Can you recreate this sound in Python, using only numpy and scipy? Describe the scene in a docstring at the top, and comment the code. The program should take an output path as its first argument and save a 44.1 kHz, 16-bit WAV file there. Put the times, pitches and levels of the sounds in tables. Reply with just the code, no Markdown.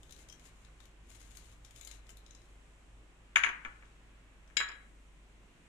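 """Crisp fried garnish rustles and snaps as a spoon rakes it out of a glass dish, now and then ticking the glass.
The dish then lands on a stone counter and rocks; later a second dish knocks against its neighbour.
The place is a small hard-walled kitchen; steel pots ring along, over a low motor hum and an even air noise.
Food is shaped noise grains, glass and steel are dying sine modes, and blows are chattering clicks;
echoes come from discrete paths and dying noise, and the background from shaped noise and sines."""
import sys
import numpy as np
from scipy import signal
from scipy.fft import rfft, irfft
from scipy.io import wavfile
from scipy.ndimage import map_coordinates

SR = 44100
rng = np.random.default_rng(int(sys.argv[2]) if len(sys.argv) > 2 else 0)


def waveform_to_disk(signal):
    """Save audio, clipped to [-1, 1], as 16-bit WAV at the path in sys.argv[1]."""
    frames = np.transpose(np.atleast_2d(signal))
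    scaled = np.clip(frames, -1, 1) * 32767
    samples = np.round(scaled).astype(np.int16)
    wavfile.write(sys.argv[1], SR, samples)


N = 250482

# colour of the crisp food, also of the spoon's ticks: f/Hz, level/dB (relative)
CRISP_COLOUR = [(710, -12.5), (1400, -9), (2500, -11), (3200, -14), (3900, -11), (4700, -20.5),
                (5800, -13.5), (6900, -3), (7900, -3.5), (10000, -5.5), (12400, -16.5), (15600, -19)]
DISH_PAN_DB = 9.5   # left-right setting of ticks and snaps, positive to the left; add() scales it over frequency


def rustle(cracks_per_s=2500, spread_db=3.0):
    """Broken garnish rubs together: many tiny cracks of uneven size, clumped and driven by the spoon."""
    pan_db, clump_db = 7.5, 2
    sizes = from_db(spread_db * np.minimum(rng.exponential(1, N), 5)) * rng.choice([-1, 1], N)
    happens = rng.random(N) < cracks_per_s / SR
    cracks = sizes * happens * from_db(clump_db * drift(60))
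    grains = rms_one(colour(cracks, CRISP_COLOUR))
    out = np.zeros((2, N))
    add(out, 0, grains * pressure(), pan_db)
    return out


def pressure():
    """Each stroke swells, sags while held and lifts off quickly; the strongest one at a moment is heard."""
    # spoon pushing through the garnish: full pressure reached t/s, held/s, level/dB
    strokes = [(0.001, .68, -75), (.205, 0.015, -64), (0.456, 0.0082, -63.5), (.83, 0.0056, -68.5),
               (1.104, .42, -65.5), (1.65, 0.11, -77), (1.767, 0.19, -65.5), (2.095, 0.0076, -71),
               (2.18, 0.0081, -90), (2.3, 0.2, -81)]
    swell_db_per_s, sag_db_per_s, lift_db_per_s = 262, 11, 492   # before, during and after the hold
    t = np.arange(N) / SR
    curves = []
    for s, held, db in strokes:
        swell = swell_db_per_s * np.maximum(s - t, 0)
        sag = sag_db_per_s * np.clip(t - s, 0, held)
        lift = lift_db_per_s * np.maximum(t - s - held, 0)
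        curves.append(db - swell - sag - lift)
    return from_db(np.max(curves, axis=0))


def snaps():
    """A crisp piece breaks in a short gritty burst, in the colour of the rustle but shaded its own way."""
    # pieces snapping: t/s, peak level ahead of panning/dB, treble tilt/(dB per octave)
    breaks = [(0.0300, -47, -1), (0.092, -51.5, -6), (0.107, -44, 2), (0.1223, -42, 3.5), (0.162, -47, 0),
              (0.647, -55.5, 0), (0.802, -51, -3.5), (0.853, -54, 3), (1.355, -52, 1), (1.3694, -39, 3.5),
              (1.3952, -70, 8), (1.707, -48.5, 2), (1.7598, -43, 0), (1.774, -53, 3), (1.81, -42.5, 2),
              (1.847, -40, 7), (1.869, -45, -3), (1.8724, -35.5, 2.5), (2.066, -55, -2),
              (2.0907, -46.5, -1), (2.102, -46, 8), (2.118, -56, 7), (2.169, -44.5, 5.5)]
    crisp_t60_s, shade_spread_db = 0.017, 2.5
    out = np.zeros((2, N))
    shades = rng.standard_normal((len(breaks), len(CRISP_COLOUR)))
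    for (s, db, tilt_db), shade in zip(breaks, shades):
        own = [(hz, level_db + shade_spread_db * a) for (hz, level_db), a in zip(CRISP_COLOUR, shade)]
        snap = peak_one(colour(burst(crisp_t60_s, click=2.8), own, tilt_db))
        add(out, s, from_db(db) * snap, DISH_PAN_DB)
    return out


def touches():
    """A gritty tick on glass sets the wall's modes ringing; food and fingers damp the ring."""
    # spoon or fingernail on glass: t/s, tick level/dB, ring level relative to the tick/dB,
    # place on the wall (0 low, 1 high)
    contacts = [(0.2859, -43.5, -19, 0), (0.2964, -49.5, -4, 0), (0.323, -43, -10, 0),
                (0.395, -47.5, -28, 0), (1.647, -41, -19, 0), (1.912, -37, -21, 1), (2.262, -52, -11.5, 1),
                (2.279, -66, -14, 1), (2.3073, -55.5, -5, 1), (2.3486, -59, -2, 1), (2.4163, -68, -3.5, 1),
                (2.455, -63, -18, 1), (4.475, -64, -4, 0)]
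    # modes low on the glass wall: f/Hz, level/dB, t60/s
    low_modes = [(3200, -12, 0.03), (5400, -12, 0.02), (6070, -4, 0.022), (6190, -9, 0.022),
                 (8970, -9, 0.025), (11900, -20, .02)]
    # modes high on the glass wall: f/Hz, level/dB, t60/s
    high_modes = [(3970, -3.5, 0.02), (5550, -2.5, 0.0091), (6560, 2, 0.011), (7140, 2, 0.015),
                  (9200, -7, 0.012)]
    touch_t60_s = .035
    out = np.zeros((2, N))
    for s, db, ring_db, high in contacts:
        tick = peak_one(colour(burst(touch_t60_s, click=13.7), CRISP_COLOUR, 0.48))
        ring = from_db(ring_db) * ringing(high_modes if high else low_modes, 1.8)
        add(out, s, from_db(db) * (tick + ring), DISH_PAN_DB)
    return out


def set_down():
    """The garnish dish lands on stone and rocks: chattering thuds and the ring of its glass."""
    # landing and rocking: t/s, thud level/dB, left-right setting/dB, treble tilt/(dB per octave),
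    # ring level relative to the thud/dB
    landings = [(3.3568, -9, 3, 2, -26.5), (3.4342, -14.5, 4.5, 1.1, -32), (3.461, -22.5, -4, -3, -34),
                (3.488, -30.5, 4.5, -4.5, -22), (3.6472, -30.5, 3.5, -3.5, -32),
                (3.6505, -33.5, 3, -6.5, -35), (3.6545, -43, -3, -4, -27), (3.822, -46.5, 2, -6.5, -34.5),
                (3.852, -71, 11, -3, -10)]
    # colour of the thud: f/Hz, level/dB (relative)
    thud_colour = [(120, -37), (330, -26), (600, -26.5), (980, -15), (1300, -6), (1720, -0.5), (2250, 7.5),
                   (2850, -7.5), (3350, -9.5), (3800, -19.5), (4500, -36.5), (5700, -40.5), (6200, -25.5),
                   (6900, -17), (7900, -41.5), (8350, -50), (8900, -51), (9720, -24.5), (11000, -55),
                   (13500, -50), (15500, -73)]
    # modes of the garnish dish: f/Hz, level/dB, t60/s
    dish_modes = [(1540, -2, 0.054), (3330, 3, 0.01), (3480, -9.5, 0.017), (5020, -12, 0.035),
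                  (6160, -6, 0.11), (6290, -22, 0.064), (6850, -12, 0.056), (7500, -9, 0.03),
                  (8700, -16, 0.047), (9350, -3, 0.026), (13200, -27, 0.062)]
    return knocks(landings, thud_colour, dish_modes)


def dish_knock():
    """Glass clacks on glass and rings on, until fingers close on the second dish and damp it."""
    # dish against dish: t/s, clack level/dB, left-right setting/dB, treble tilt/(dB per octave),
    # ring level relative to the clack/dB
    blows = [(4.498, -52.5, 3.5, -3, -37), (4.5675, -25.5, 9, 7.5, -7.5), (4.6005, -21, -3, -4.5, -18),
             (4.607, -27, 0.5, -5, -48), (4.686, -51, 8, 2, -2), (4.691, -36, -1.5, -9, -43),
             (4.7155, -48, 9, -3.5, -9)]
    # colour of the clack: f/Hz, level/dB (relative)
    clack_colour = [(120, -65), (350, -31), (700, -26), (1150, -6), (1750, 2), (2400, -1.5), (3400, -9.5),
                    (4500, -20.5), (5100, -42), (5700, -29), (6500, -21.5), (7300, -2.5), (8200, -23),
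                    (11200, -46), (15000, -78)]
    # modes of the second dish: f/Hz, level/dB, t60/s
    dish_modes = [(1670, -9, .27), (1690, -10, .06), (3934, -11, .33), (3951, -15, .1), (5045, -24, .12),
                  (5075, -26, .09), (7039, -4, .15), (7052, -8, .11), (10920, -24, .17), (13700, -34, .1),
                  (14840, -36, .13), (2202, -2, .1), (2380, -6, .04), (2750, -9, .04), (3235, -5, .06),
                  (5100, -9, .03), (6500, -22, .04), (7350, -12, .06), (9600, -30, .06), (11750, -34, .05)]
    grip_s, grip_db_per_s = 4.69, 260
    clack, clink = knocks(blows, clack_colour, dish_modes)
    held_s = np.maximum(np.arange(N) / SR - grip_s, 0)
    return clack, clink * from_db(-grip_db_per_s * held_s)


def knocks(rows, body, modes):
    """A short thud of dense vibration, and the glass ringing on."""
    thuds, rings = np.zeros((2, 2, N))
    for s, db, pan_db, tilt_db, ring_db in rows:
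        thud = peak_one(colour(chatter(), body, tilt_db))
        add(thuds, s, from_db(db) * thud, pan_db)
        add(rings, s, from_db(db + ring_db) * ringing(modes, 0.19, signs=False), pan_db)
    return thuds, rings


def chatter():
    """One blow breaks into many close contacts as the foot chatters."""
    returned = 0.54   # share of a blow that comes back (0-1)
    lags_s = np.array([.0002, .0004, .0009]) * rng.uniform(.8, 1.25, 3)
    blow = signal.unit_impulse(SR // 8) + 1e-18   # the tiny offset keeps the loops fast
    return scatter(blow, lags_s, returned)


def burst(t60, click=0):
    """A sharp first contact and a dying spray of smaller, uneven ones."""
    grit_db = -2.5   # unevenness
    luck = rng.standard_normal((2, SR // 2))
    spray = rms_one(luck[0] * from_db(grit_db * luck[1])) * dying(t60)
    spray[0] += click
    return spray


def ringing(modes, scatter_db, signs=True):
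    """One blow on a body: each mode with a strength, and perhaps a sign, of its own."""
    t = np.arange(SR // 2) / SR
    luck = rng.standard_normal((len(modes), 2))
    total = 0
    for (hz, db, t60), (a, b) in zip(modes, luck):
        strength = from_db(db + scatter_db * a) * (np.sign(b) if signs else 1)
        total = total + strength * dying(t60) * np.sin(2 * np.pi * hz * t)
    return total


def add(out, s, sound, pan_db):
    """Places a sound left or right; the shadow acts most in the mid treble, the left side hears it later."""
    # shadow between the sides: f/Hz, factor on the left-right setting
    shadow = [(400, 0.05), (1000, 0.91), (2500, 2.46), (5000, 4.06), (9000, 0.038)]
    left_later_s = .0005
    for side in range(2):
        i = round((s + left_later_s * (1 - side)) * SR)
        gains = [(hz, share * pan_db * (.5 - side)) for hz, share in shadow]
        shaded = colour(sound, gains, size=512)
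        out[side, i:i + len(sound)] += shaded[:N - i]


def far_return(landing):
    """Walls and shelves return a landing in a colour of their own."""
    # returned colour: f/Hz, level/dB
    return_colour = [(300, 3), (900, 6), (1300, 2), (1680, 1), (2050, -9), (2800, -2), (3500, -5.5),
                     (4500, 7.5), (9000, 5.5)]
    return np.array([colour(x, return_colour, size=1024) for x in landing])


def near_walls(x):
    """A few separate echoes from near walls, dull in the treble."""
    # first echoes: t/s, level/dB ahead of the treble cut
    echoes = [(.0055, -24.5), (.0085, -1.5), (0.0129, -9.5), (0.0246, -10)]
    cut_hz = 2900
    paths = np.zeros(SR // 10)
    for s, db in echoes:
        paths[round(s * SR)] = from_db(db)
    dull_paths = signal.lfilter(*signal.butter(2, cut_hz, fs=SR), paths)
    return signal.fftconvolve(x, [dull_paths], axes=1)[:, :N]


def steel_nearby(x):
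    """Blows stir pots and a shelf; each ear hears the modes with its own strengths, a little after the blow."""
    # steel modes: f/Hz, level/dB, t60/s
    steel_modes = [(960, -44, 0.17), (1135, -55, 0.2), (1307, -46, 0.22), (1494, -48, 0.17),
                   (1571, -49, 0.22), (1690, -44, 0.14), (1723, -48, 0.18), (1883, -49, 0.22),
                   (2000, -54, 0.2), (2067, -56, 0.18), (2197, -55, 0.2), (2337, -54, 0.17),
                   (2427, -57, 0.2)]
    later_s = 0.0065
    wait = np.zeros(round(later_s * SR))
    rings = [np.r_[wait, ringing(steel_modes, 2.0)] for side in range(2)]
    return signal.fftconvolve(x, rings, axes=1)[:, :N]


def microphone_body(near):
    """Reflections off the microphone's body smear each side by close repeats of its own."""
    # loop delays: one row for left, one for right, each of three t/s
    body_paths_s = [(.00011, .00037, .0009), (.00017, .00052, .0013)]
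    share = .38   # returned each time round (0-1)
    return np.array([scatter(x + 1e-18, paths, share) for x, paths in zip(near, body_paths_s)])


def room(x):
    """Dense reflections, other ones at each ear, build up within about a millisecond and die band by band."""
    # reverberation: f/Hz, t60/s
    room_t60 = [(200, 0.24), (800, 0.55), (2000, 0.44), (5500, 0.21), (12000, 0.16)]
    build_up_s = 0.0004   # time constant
    edges, t = 138 * 2 ** np.arange(0, 7.1, .5), np.arange(SR // 2) / SR
    white, echo = rng.standard_normal((2, 2, SR // 2)), 0   # neighbouring bands get unrelated noise
    for k, (low, high) in enumerate(zip(edges, edges[1:])):
        sos = signal.butter(2, [low, high], "band", fs=SR, output="sos")
        band = signal.sosfilt(sos, white[k % 2])
        echo = echo + band * dying(at_hz(room_t60, np.sqrt(low * high)))
    echo = echo * (1 - np.exp(-t / build_up_s))
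    echo = echo / np.sqrt(np.sum(echo ** 2) / 2)   # unit energy, averaged over the ears
    return signal.fftconvolve(x, echo, axes=1)[:, :N]


def background():
    """Air noise, widest in the deepest bass, nearly alike in the low mids, somewhat wider above; a motor hum."""
    # air common to both sides: f/Hz, level/dB (relative)
    air_mid = [(41, -16.5), (70, -2.5), (80, -9), (129, -5.5), (158, -3), (298, -3), (357, -5), (468, -8),
               (943, -12.5), (1060, -10.5), (1210, -12.5), (2670, -14.5), (4800, -27.5), (7720, -21),
               (15600, -47.5)]
    # air opposed between the sides: f/Hz, level/dB (relative)
    air_side = [(15, -19.5), (25, -6), (52, -10.5), (91, -22), (306, -21.5), (400, -21), (649, -21.5),
                (2630, -20.5), (5020, -35), (8610, -29.5), (15600, -61)]
    # steady turns of the motor: f/Hz, level/dB (relative)
    turns = [(24.5, -3.5), (49, 4)]
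    # wavering parts of the hum: f/Hz, width/Hz, level/dB (relative)
    wavering = [(49, 10, -9), (66, 8, -12), (109, 14, -13), (155, 8, -20)]
    # hum over time: t/s, level of steady turns/dB, level of wavering parts/dB
    hum_level = [(0, -59.5, -58), (1, -62, -57.5), (2, -59, -57), (3, -62.5, -59.5), (5, -61, -63.5),
                 (5.68, -64.5, -61)]
    mid_db, side_db = -66.5, -69   # air, ahead of its slow wavering
    steady_db, waver_db = in_time(hum_level)
    white = rng.standard_normal((2 + len(wavering), N + SR))   # the first second lets filters settle
    mid = from_db(mid_db) * rms_one(colour(white[0], air_mid)[SR:])
    side = from_db(side_db) * rms_one(colour(white[1], air_side)[SR:])
    hum = 0
    for hz, db in turns:
        hum = hum + from_db(steady_db + db) * np.sin(2 * np.pi * hz * np.arange(N) / SR)
    for noise, (hz, width, db) in zip(white[2:], wavering):
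        sos = signal.butter(1, [hz - width / 2, hz + width / 2], "band", fs=SR, output="sos")
        narrow = signal.sosfilt(np.vstack([sos, sos]), noise)[SR:]
        hum = hum + from_db(waver_db + db) * rms_one(narrow)
    return patchy(mid + side * np.array([[1], [-1]])) + hum


def patchy(x):
    """Each region of the spectrum swells and sinks slowly on its own."""
    # borders between the regions: f/Hz
    borders_hz = [100, 300, 700, 1500, 3000, 6000, 12000]
    waver_db = 1.2
    lows = [signal.sosfiltfilt(signal.butter(2, hz, fs=SR, output="sos"), x) for hz in borders_hz]
    bands = np.diff([0 * x, *lows, x], axis=0)
    return sum(from_db(waver_db * drift(3)) * band for band in bands)


def drift(per_s):
    """A smooth random curve around zero through normal random points, per_s of them each second."""
    points = rng.standard_normal(int(N / SR * per_s) + 4)
    return map_coordinates(points, [np.arange(N) / SR * per_s], order=3)


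def scatter(x, lags_s, share):
    """All-pass loops spread a sound into many close repeats and favour no pitch."""
    for lag in np.round(np.multiply(lags_s, SR)).astype(int):
        loop = np.r_[1, np.zeros(lag - 1), -share]
        x = signal.lfilter(loop[::-1], loop, x)
    return x


def colour(x, spectrum, tilt_db=0, size=4096):
    """Causal (minimum-phase) filter that follows a spectrum, tilted about 2 kHz."""
    hz = np.maximum(np.arange(size // 2 + 1) * SR / size, 10)
    gain_db = at_hz(spectrum, hz) + tilt_db * np.log2(hz / 2000)
    cepstrum = irfft(gain_db * np.log(10) / 20)
    cepstrum[1:size // 2] *= 2   # folding the cepstrum forward makes the phase minimal
    cepstrum[size // 2 + 1:] = 0
    response = irfft(np.exp(rfft(cepstrum)))
    return signal.fftconvolve(x, response)[:len(x)]


def dying(t60, length=.5):
    """Exponential decay by 60 dB in t60 seconds."""
    return from_db(-60 * np.arange(int(length * SR)) / SR / max(t60, .002))


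def at_hz(points, hz):
    """Reads a table at given frequencies, straight between points on a log frequency axis."""
    return np.interp(np.log(hz), np.log(np.array(points)[:, 0]), np.array(points)[:, 1])


def in_time(rows):
    """Turns each column of a timed table into a curve over the whole scene."""
    s, *columns = np.transpose(rows)
    return [np.interp(np.arange(N) / SR, s, c, right=c[-1]) for c in columns]


def from_db(db):
    """Decibels to amplitude."""
    return 10 ** (np.asarray(db) / 20)


def rms_one(x):
    """Scales a sound to an rms of one."""
    return x / np.sqrt(np.mean(x ** 2) + 1e-20)


def peak_one(x):
    """Scales a sound to a peak of one."""
    return x / np.abs(x).max()


def scene():
    """Raking, set-down and dish knock close by, then their echoes and the background."""
    room_db, close_room_db, ring_room_db = -3.5, -3, -5   # sent to the room: blows, light sounds, glass rings
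    light = touches() + snaps() + rustle()
    landing, ring = set_down()
    clack, clink = dish_knock()
    glass = ring + clink
    far = far_return(landing) + clack
    near = landing + clack + near_walls(far) + steel_nearby(far) + light + glass
    # light sounds near the microphone have a room send of their own
    to_room = from_db(room_db) * far + from_db(close_room_db) * light + from_db(ring_room_db) * glass
    return microphone_body(near) + room(to_room) + background()


def record(dry):
    """The top is cut steeply, 60 dB down from 15.92 kHz."""
    return signal.sosfilt(signal.cheby2(16, 60, 15920, fs=SR, output="sos"), dry)


dry = scene()
out = record(dry)
waveform_to_disk(out)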